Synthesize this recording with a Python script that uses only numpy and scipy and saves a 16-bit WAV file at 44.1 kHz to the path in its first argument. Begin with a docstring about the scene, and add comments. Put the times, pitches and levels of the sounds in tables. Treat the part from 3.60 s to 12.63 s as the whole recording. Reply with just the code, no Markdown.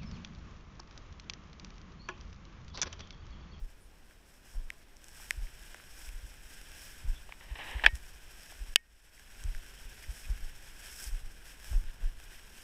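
"""In a winter marsh, a camera in a plastic case is carried through dense dry reeds.
Leaf friction, as dense random clicks, gives rustle, crunch and hiss; narrow noise bands give squeaks.
A stalk rasps along the case and slips off; others flick it as damped resonances with sharp cracks.
Steps jolt it with low thumps of slowing pitch, over a swaying rumble and the faint hush of the air.
The case colours leaves and cracks by its resonances; the hardest flick makes the limiter duck."""
import sys
import numpy as np
from scipy import signal
from scipy.fft import rfft, irfft, next_fast_len
from scipy.io import wavfile
from scipy.ndimage import uniform_filter1d

SR = 44100
rng = np.random.default_rng(int(sys.argv[2]) if len(sys.argv) > 2 else 0)


def digitize_waveform(pressure):
    """Quantize a signal to 16-bit integers and store it at the path in sys.argv[1].

    Rows of a 2-D input are taken as channels; values are limited to [-1, 1].
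    """
    field = np.atleast_2d(pressure).T
    bounded = np.clip(field, -1, 1)
    quanta = np.round(bounded * 32767).astype(np.int16)
    wavfile.write(sys.argv[1], SR, quanta)


N = 398223
TIME = np.arange(N) / SR   # s


def from_db(db):
    """Decibel law: 20 dB is a factor of ten in amplitude."""
    return 10 ** (np.asarray(db) / 20)


def rms_one(x):
    """Normalization by effective value: scale to RMS 1."""
    return x / np.sqrt(np.mean(x ** 2) + 1e-20)


def peak_one(x):
    """Normalization by peak: scale to a largest magnitude of 1."""
    return x / np.max(np.abs(x))


def add(out, s, sound):
    """Superposition: mix a short sound in at time s."""
    at = max(round(s * SR), 0)
    out[at:at + len(sound)] += sound[:N - at]


def drift(rate):
    """Random modulation: slow chance of spread 1, with `rate` knots per second."""
    knots = rng.standard_normal(20000)
    # straight lines between knots lower the variance to 2/3
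    return np.interp(TIME * rate, np.arange(len(knots)), knots) * np.sqrt(3 / 2)


def cut(x, hz, kind, order=2):
    """Frequency selection by a maximally flat (Butterworth) filter."""
    hz = np.minimum(hz, SR / 2 - 1)
    return signal.sosfilt(signal.butter(order, hz, kind, fs=SR, output="sos"), x)


def colour(x, spectrum):
    """Spectral shaping: weight a steady sound by a curve of f/Hz, level/dB."""
    hz, db = np.transpose(spectrum)
    size = next_fast_len(N)
    bins = np.maximum(np.fft.rfftfreq(size, 1 / SR), 1)
    gain = from_db(np.interp(np.log(bins), np.log(hz), db))
    return irfft(rfft(x, size) * gain, size)[:N]


def resonance(x, hz, width):
    """Damped oscillator: a two-pole resonance with gain 1 on top."""
    r = np.exp(-np.pi * width / SR)
    feedforward = (1 - r * r) / 2 * np.array([1, 0, -1])
    feedback = [1, -(1 + r * r) * np.cos(2 * np.pi * hz / SR), r * r]
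    return signal.lfilter(feedforward, feedback, x + 1e-18)


# Resonances of the case: f/Hz, width/Hz, lift/dB
CASE_MODES = [(1610, 220, 8), (2506, 330, 4), (3191, 600, 4.5), (5151, 390, 7.5), (5586, 320, 7.5),
              (6600, 200, 5), (7993, 550, 10.5), (9604, 1000, 4.5), (11950, 1500, 2.5)]


def through_case(x):
    """Modal transmission: the case lifts what passes at each of its resonances, in series."""
    for hz, width, lift_db in CASE_MODES:
        x = x + (from_db(lift_db) - 1) * resonance(x, hz, width)
    return x


def slips(per_s, spread_db, smooth_db):
    """Stick-slip friction: random clicks of uneven size over smooth noise, together at RMS 1."""
    sizes = from_db(spread_db * np.minimum(rng.exponential(1, N), 5))
    signed = sizes * rng.choice([-1, 1], N)
    clicks = signed * (rng.random(N) < per_s / SR)
    blur = from_db(smooth_db) * rng.standard_normal(N)
    return rms_one(rms_one(clicks) + blur)


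# Spectrum of dry leaf contacts: f/Hz, level/dB (per Hz)
LEAF_SPECTRUM = [(100, -1), (250, -1), (500, 0), (900, 2), (1170, -3), (1600, 0), (3000, -2.5), (4200, -8),
                 (5500, -5), (8000, -8.5), (11000, -7), (13000, -7), (15500, -12.5)]


def rustle(clump_db=0.9755, crunch_db=1.0, leaf_db=0.6829, hiss_db=0.12, tick_db=-11.5, flutter_db=0.9371):
    """Superposed contacts in clumps: stems crunch low, leaves rustle, dry edges hiss, flutter and tick."""
    crunch, leaf, hiss = brushing()
    clumps = from_db(clump_db * drift(55))
    hiss = hiss * from_db(flutter_db * drift(70))
    ticks = from_db(tick_db) * slips(per_s=100, spread_db=3.5, smooth_db=-30)
    bands = [([170, 1300], crunch * from_db(crunch_db)),
             ([1300, 4300], leaf * from_db(leaf_db)),
             ([4300, 17000], hiss * from_db(hiss_db))]
    out = 0
    for band_hz, level in bands:
        contacts = colour(slips(per_s=7000, spread_db=4.5, smooth_db=2.0) + ticks, LEAF_SPECTRUM)
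        band = through_case(cut(contacts, band_hz, "band", order=5))
        out = out + level * rms_one(band)
    return clumps * out


# Tufts of leaves sweeping past: t/s (peak), length/s, rustle level/dB, hiss level/dB (before the rustle trims)
TUFTS = [(.11, 0.054, -76.5, -75), (0.515, 0.092, -70, -70.5), (0.722, 0.148, -75.5, -69.5),
         (0.929, 0.15, -68, -63.5), (1.633, 0.32, -64.5, -58.5), (1.865, 0.048, -71, -64.5),
         (2.052, 0.174, -65.5, -61.5), (2.422, 0.243, -61, -56.5), (2.675, 0.101, -68, -62),
         (2.931, 0.13, -61, -57), (3.241, 0.181, -58.5, -54), (3.57, 0.136, -65, -68),
         (4.095, 0.14, -62, -59), (4.357, 0.045, -63.5, -59.5), (4.475, 0.051, -66.5, -60),
         (4.894, 0.446, -61.5, -61), (5.59, .14, -61, -61), (5.77, 0.286, -68, -65),
         (6.429, 0.057, -59.5, -57.5), (6.604, 0.227, -65, -57), (7.068, .1, -65, -66),
         (7.275, 0.149, -55.5, -52.5), (7.431, 0.173, -54, -48), (7.542, 0.154, -60.5, -62),
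         (7.901, 0.114, -58.5, -58), (8.11, 0.179, -58, -55.5), (8.285, 0.052, -59.5, -66.5),
         (8.466, 0.101, -60.5, -68), (8.744, 0.299, -61, -62.5), (8.991, 0.128, -59.5, -59)]
SWISH_RISE_SHARE = 0.562   # part of a swish spent swelling
THICKET_HISS_DB = -0.75   # hiss of the leaf edges re their rustle
CRUNCH_DB, CRUNCH_FOLLOWS = -34, 0.5802   # stem crunch at full-scale rustle; share of the rustle's swing
SCUFF_DB, SCUFF_S = -40.5, .035   # stems crushed by a jolt re its peak; time to die away


def brushing():
    """Power addition: tufts swell out of the steady thicket; stems follow the leaves and the jolts."""
    t, steady = TIME[::64], from_db(thicket_db()[::64])
    leaf, hiss = steady, steady * from_db(THICKET_HISS_DB)
    for s, length, leaf_db, hiss_db in TUFTS:
        reach = length * np.where(t < s, SWISH_RISE_SHARE, 1 - SWISH_RISE_SHARE)
        swell = np.exp(-((t - s) / reach) ** 2)
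        leaf = np.hypot(leaf, from_db(leaf_db) * swell)
        hiss = np.hypot(hiss, from_db(hiss_db) * swell)
    leaf, hiss = np.interp(TIME, t, leaf), np.interp(TIME, t, hiss)
    following = from_db(CRUNCH_DB) * leaf ** CRUNCH_FOLLOWS
    crunch = np.hypot(following, from_db(SCUFF_DB) * around_jolts(SCUFF_S))
    return crunch, leaf, hiss


# How thickly the reeds press around the camera, as steady rustle: t/s, level/dB (before the rustle trims)
REED_DENSITY = [(0, -71.5), (.75, -73), (1.0, -67.5), (1.38, -71.5), (1.62, -60.5), (2.78, -62),
                (3.35, -58), (3.8, -64.5), (4.3, -61), (4.62, -62.5), (5.1, -61.5), (5.35, -61),
                (6.15, -59), (7.05, -59.5), (7.7, -63), (8.55, -64.5), (9.03, -62)]


def thicket_db():
    """Source density: level of the steady rustle at every sample."""
    return np.interp(TIME, *np.transpose(REED_DENSITY))


# Spectrum of the stalk's rasp on the case: f/Hz, level/dB (per Hz)
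RASP_SPECTRUM = [(250, -10), (400, -7.5), (650, -4.5), (910, 0), (1150, -7.5), (1450, -12.5), (1700, 2),
                 (2200, -4), (3050, -2), (3500, -12), (3850, -8.5), (4300, -22), (5400, -23.5),
                 (6500, -35.5), (12000, -41)]
# Free ringing of the shell, played by the drag and the flicks: f/Hz, level/dB (before the blow's gain), t60/s
SHELL_MODES = [(1862, -42.5, 0.21), (2220, -37.5, 0.094), (2562, -34, .05), (3006, -29, 0.034),
               (4671, -32.5, 0.022), (5330, -37, 0.033)]


def dragging_stalk(shell_db=-3, judder_db=1.0):
    """Friction drive: a stalk rasps and judders along the case and stirs the shell's lowest mode."""
    pressure = rub_pressure() * from_db(judder_db * drift(130))
    rub = colour(slips(per_s=6600, spread_db=0.0, smooth_db=-1.0), RASP_SPECTRUM)
    lowest_hz = SHELL_MODES[0][0]
    rub = rub + from_db(shell_db) * resonance(rub, lowest_hz, 40)
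    return pressure * rms_one(rub)


# A stalk catching on the case, hardest just before it slips off: t/s (start), length/s, level/dB (before sag)
STALK_RUBS = [(3.683, 0.06, -60.5), (3.801, .07, -56), (3.879, 0.0684, -54.5), (3.952, 0.027, -45.5),
              (3.981, 0.0743, -41.5), (4.052, .18, -44), (4.237, 0.0126, -24.5), (4.255, .03, -36.5),
              (4.263, 0.0049, -24.5)]
# part spent taking hold; loss over the rub; time to let go
RUB_ATTACK_SHARE, RUB_SAG_DB, RUB_RELEASE_S = .13, 5.5, .004


def rub_pressure():
    """Contact force: each rub takes hold, eases as the stalk slides, and lets go."""
    pressure = 0
    for s, length, db in STALK_RUBS:
        age = np.maximum(TIME - s, 0)
        attack = np.minimum(age / (RUB_ATTACK_SHARE * length), 1)
        release = np.exp(-np.clip((age - length) / RUB_RELEASE_S, 0, 20))
        easing = from_db(db - RUB_SAG_DB * np.minimum(age / length, 1))
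        pressure = pressure + attack * release * easing
    return pressure


# Stalks flicking the case: t/s, knock peak level/dB, knock f/Hz, knock width/Hz, crack level/dB (re knock)
STALK_FLICKS = [(.51, -50, 1700, 600, -12), (1.1032, -26, 2000, 800, -2.5), (1.368, -44.5, 5430, 1200, 1),
                (1.443, -42, 5470, 1500, 8), (1.484, -44, 5440, 1500, 10), (1.6, -46.5, 890, 600, -10),
                (1.708, -16.5, 1893, 780, 3), (1.87, -44.5, 1810, 600, -2.5), (2.035, -47, 5500, 1500, 8),
                (2.145, -36, 1653, 900, 1), (2.146, -44, 550, 700, -12), (2.2, -45.5, 1300, 900, -8),
                (2.49, -41.5, 2290, 700, 6.5), (3.6925, -42, 750, 900, -11.5),
                (3.723, -33, 2260, 700, -18.5), (3.7241, -41.5, 980, 700, -21),
                (3.811, -41.5, 1830, 900, -16.5), (4.196, -29.5, 1765, 500, -19.5),
                (4.242, -22, 1730, 450, -14), (4.25, -17, 1675, 401, -21.5), (4.2625, -23, 720, 350, -21.5),
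                (4.2625, -5.5, 2413, 451, -13.5), (4.2633, -3.8, 1741, 334, -23),
                (4.2632, -14.5, 3234, 400, -16.5), (4.355, -45, 5200, 1500, 18),
                (4.922, -46, 736, 400, -13), (5.159, 9.5, 2777, 845, 3.5), (5.1593, -1, 4720, 690, -2.5),
                (5.1596, -6.5, 1628, 400, -6), (5.1615, -3.5, 3000, 706, -1), (5.578, -47, 2000, 405, -2.5),
                (5.839, -38, 5500, 1550, 8.5), (5.949, -41.5, 1643, 500, -10.5), (6.44, -42, 1930, 600, -7),
                (7.276, -43.5, 8000, 2500, -4.5), (7.441, -30.5, 7500, 2500, 1.5),
                (8.13, -46, 600, 600, -11.5)]
# Blows hard enough to set the shell ringing: t/s, gain on the shell modes: level/dB
RINGING_BLOWS = [(4.263, 6), (5.159, 5.5)]


def flicks(crack_low_hz=100, crack_top_hz=11500, skirt=.8):
    """Impulse response: a damped stalk knock and a crack through the case; the hardest ring the shell."""
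    out, t = np.zeros(N), TIME[:SR // 3]
    click = signal.unit_impulse(len(t))
    crack = cut(cut(click, crack_low_hz, "high", order=1), crack_top_hz, "low")
    crack = peak_one(through_case(crack))
    ring = sum(from_db(db - 60 * t / t60) * np.sin(2 * np.pi * hz * t) for hz, db, t60 in SHELL_MODES)
    for s, peak_db, hz, width, crack_db in STALK_FLICKS:
        knock = resonance(resonance(click, hz, width), hz, width)
        # a thin stalk radiates little below its own resonance
        knock = peak_one(cut(knock, skirt * hz, "high", order=3))
        add(out, s, from_db(peak_db) * (knock + from_db(crack_db) * crack))
    for s, ring_db in RINGING_BLOWS:
        add(out, s, from_db(ring_db) * ring)
    return out


# Spectrum of the swaying rumble: f/Hz, level/dB (per Hz)
SWAY_SPECTRUM = [(12, 0), (25, 1), (50, -3), (80, -15), (120, -22), (200, -29), (400, -44.5), (1000, -86.5)]
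SWAY_DB, SWAY_FOLLOWS = -22.5, 0.49   # handling rumble at full-scale rustle; share of the thicket's swing
WOBBLE_DB, WOBBLE_S = -20, 0.14   # rumble around a jolt re its peak; time to settle
# Steps and jolts, also followed by around_jolts: t/s, swell peak level/dB, f/Hz at the swell's peak (higher
# before it, slowing after)
STEP_JOLTS = [(.005, -30.5, 30.47), (0.949, -26.5, 28.74), (1.019, -38, 21.6), (1.767, -30.5, 49.6),
              (1.802, -30, 29), (2.471, -35.5, 40.7), (2.531, -34, 31.8), (2.626, -37, 48.2),
              (3.441, -33, 67), (3.467, -22.5, 28.16), (3.906, -31, 50.6), (4.147, -28, 51),
              (4.244, -24.5, 33.5), (4.326, -28, 56.8), (5.0, -32, 39.4), (5.07, -36.5, 22),
              (5.842, -27.5, 58.2), (5.861, -25, 33.8), (5.931, -29.5, 24.1), (6.241, -38, 34.4),
              (6.482, -29, 47), (6.69, -22, 42.5), (6.801, -30, 21.1), (7.46, -33.5, 41.6),
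              (7.514, -26.5, 31.2), (7.613, -32, 22.75), (8.106, -28.5, 59.8), (8.134, -18, 31.46),
              (8.235, -29.5, 21.95), (8.424, -21.5, 26.52)]


def thumps(rise_cycles=0.838, steepness=2.77, sag=0.17, shudder_db=-27, shudder_hz=(58, 122)):
    """Mass on a mount: jolts swing the camera for a few slowing cycles, with shudder; a sway rumbles on."""
    out, t = np.zeros(N), TIME[:SR // 3]
    for s, peak_db, hz in STEP_JOLTS:
        age = t * hz / rise_cycles
        swell = (age * np.exp(1 - age)) ** steepness
        turns = np.cumsum(hz * (1 + sag) / (1 + sag * age)) / SR
        shudder = rms_one(cut(rng.standard_normal(len(t)), shudder_hz, "band", order=4))
        swing = np.sin(2 * np.pi * turns) + from_db(shudder_db) * shudder
        add(out, s, from_db(peak_db) * swell * swing)
    handling = from_db(SWAY_DB + SWAY_FOLLOWS * thicket_db())
    sway = np.hypot(handling, from_db(WOBBLE_DB) * around_jolts(WOBBLE_S))
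    return out + sway * rms_one(colour(rng.standard_normal(N), SWAY_SPECTRUM))


def around_jolts(settle_s, lead_share=0.33):
    """Exponential decay: a gain that builds into each jolt and dies away after it, summed in power."""
    t, power = TIME[::64], 0
    for s, peak_db, _ in STEP_JOLTS:
        away = np.maximum(t - s, (s - t) / lead_share)
        power = power + (from_db(peak_db) * np.exp(-away / settle_s)) ** 2
    return np.interp(TIME, t, np.sqrt(power))


# Leaves squeaking on one another: t/s (middle), length/s, f/Hz, level/dB (before the swell)
LEAF_SQUEAKS = [(0.236, 0.115, 9330, -70), (0.856, 0.069, 2807, -67.5), (3.568, 0.1, 3444, -60.5),
                (6.185, .07, 3130, -60), (6.654, 0.047, 2473, -54)]


def squeaks(width_share=0.031):
    """Narrow-band noise: a leaf sliding on another sings briefly in a narrow, rough band."""
    out = np.zeros(N)
    for s, length, hz, db in LEAF_SQUEAKS:
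        swell = np.hanning(int(length * SR))
        tone = rms_one(resonance(rng.standard_normal(len(swell)), hz, width_share * hz))
        add(out, s - length / 2, from_db(db) * swell * tone)
    return out


# Spectrum of the steady outdoor hush: f/Hz, level/dB (per Hz)
AIR_SPECTRUM = [(100, 7.5), (200, 5.5), (400, 3), (900, -3.5), (2000, -5), (4000, -12), (8000, -18.5),
                (15500, -22)]


def air(level_db=-64.5):
    """Stationary noise: the faint hush of the open marsh."""
    return from_db(level_db) * rms_one(colour(rng.standard_normal(N), AIR_SPECTRUM))


def scene():
    """Linear superposition of all the sources, in one channel."""
    return (rustle() + dragging_stalk() + flicks() + thumps() + squeaks() + air())[None]


def limiter(x, release_db_per_s=21, ahead_s=0.016):
    """Gain control: the gain drops just ahead of a peak above full scale and creeps back."""
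    over_db = 20 * np.log10(np.maximum(np.abs(x).max(axis=0), 1))
    release_db = release_db_per_s * TIME
    held_db = np.maximum.accumulate(over_db + release_db) - release_db
    early_db = np.maximum(held_db, np.interp(TIME + ahead_s, TIME, held_db))
    return x * from_db(-uniform_filter1d(early_db, size=128))


CUTOFF_HZ = 15500


def record(dry):
    """Band limitation: the limiter, then a steep (elliptic) top cut."""
    top_cut = signal.ellip(10, .1, 70, CUTOFF_HZ, fs=SR, output="sos")
    return signal.sosfilt(top_cut, limiter(dry))


dry = scene()
out = record(dry)
digitize_waveform(out)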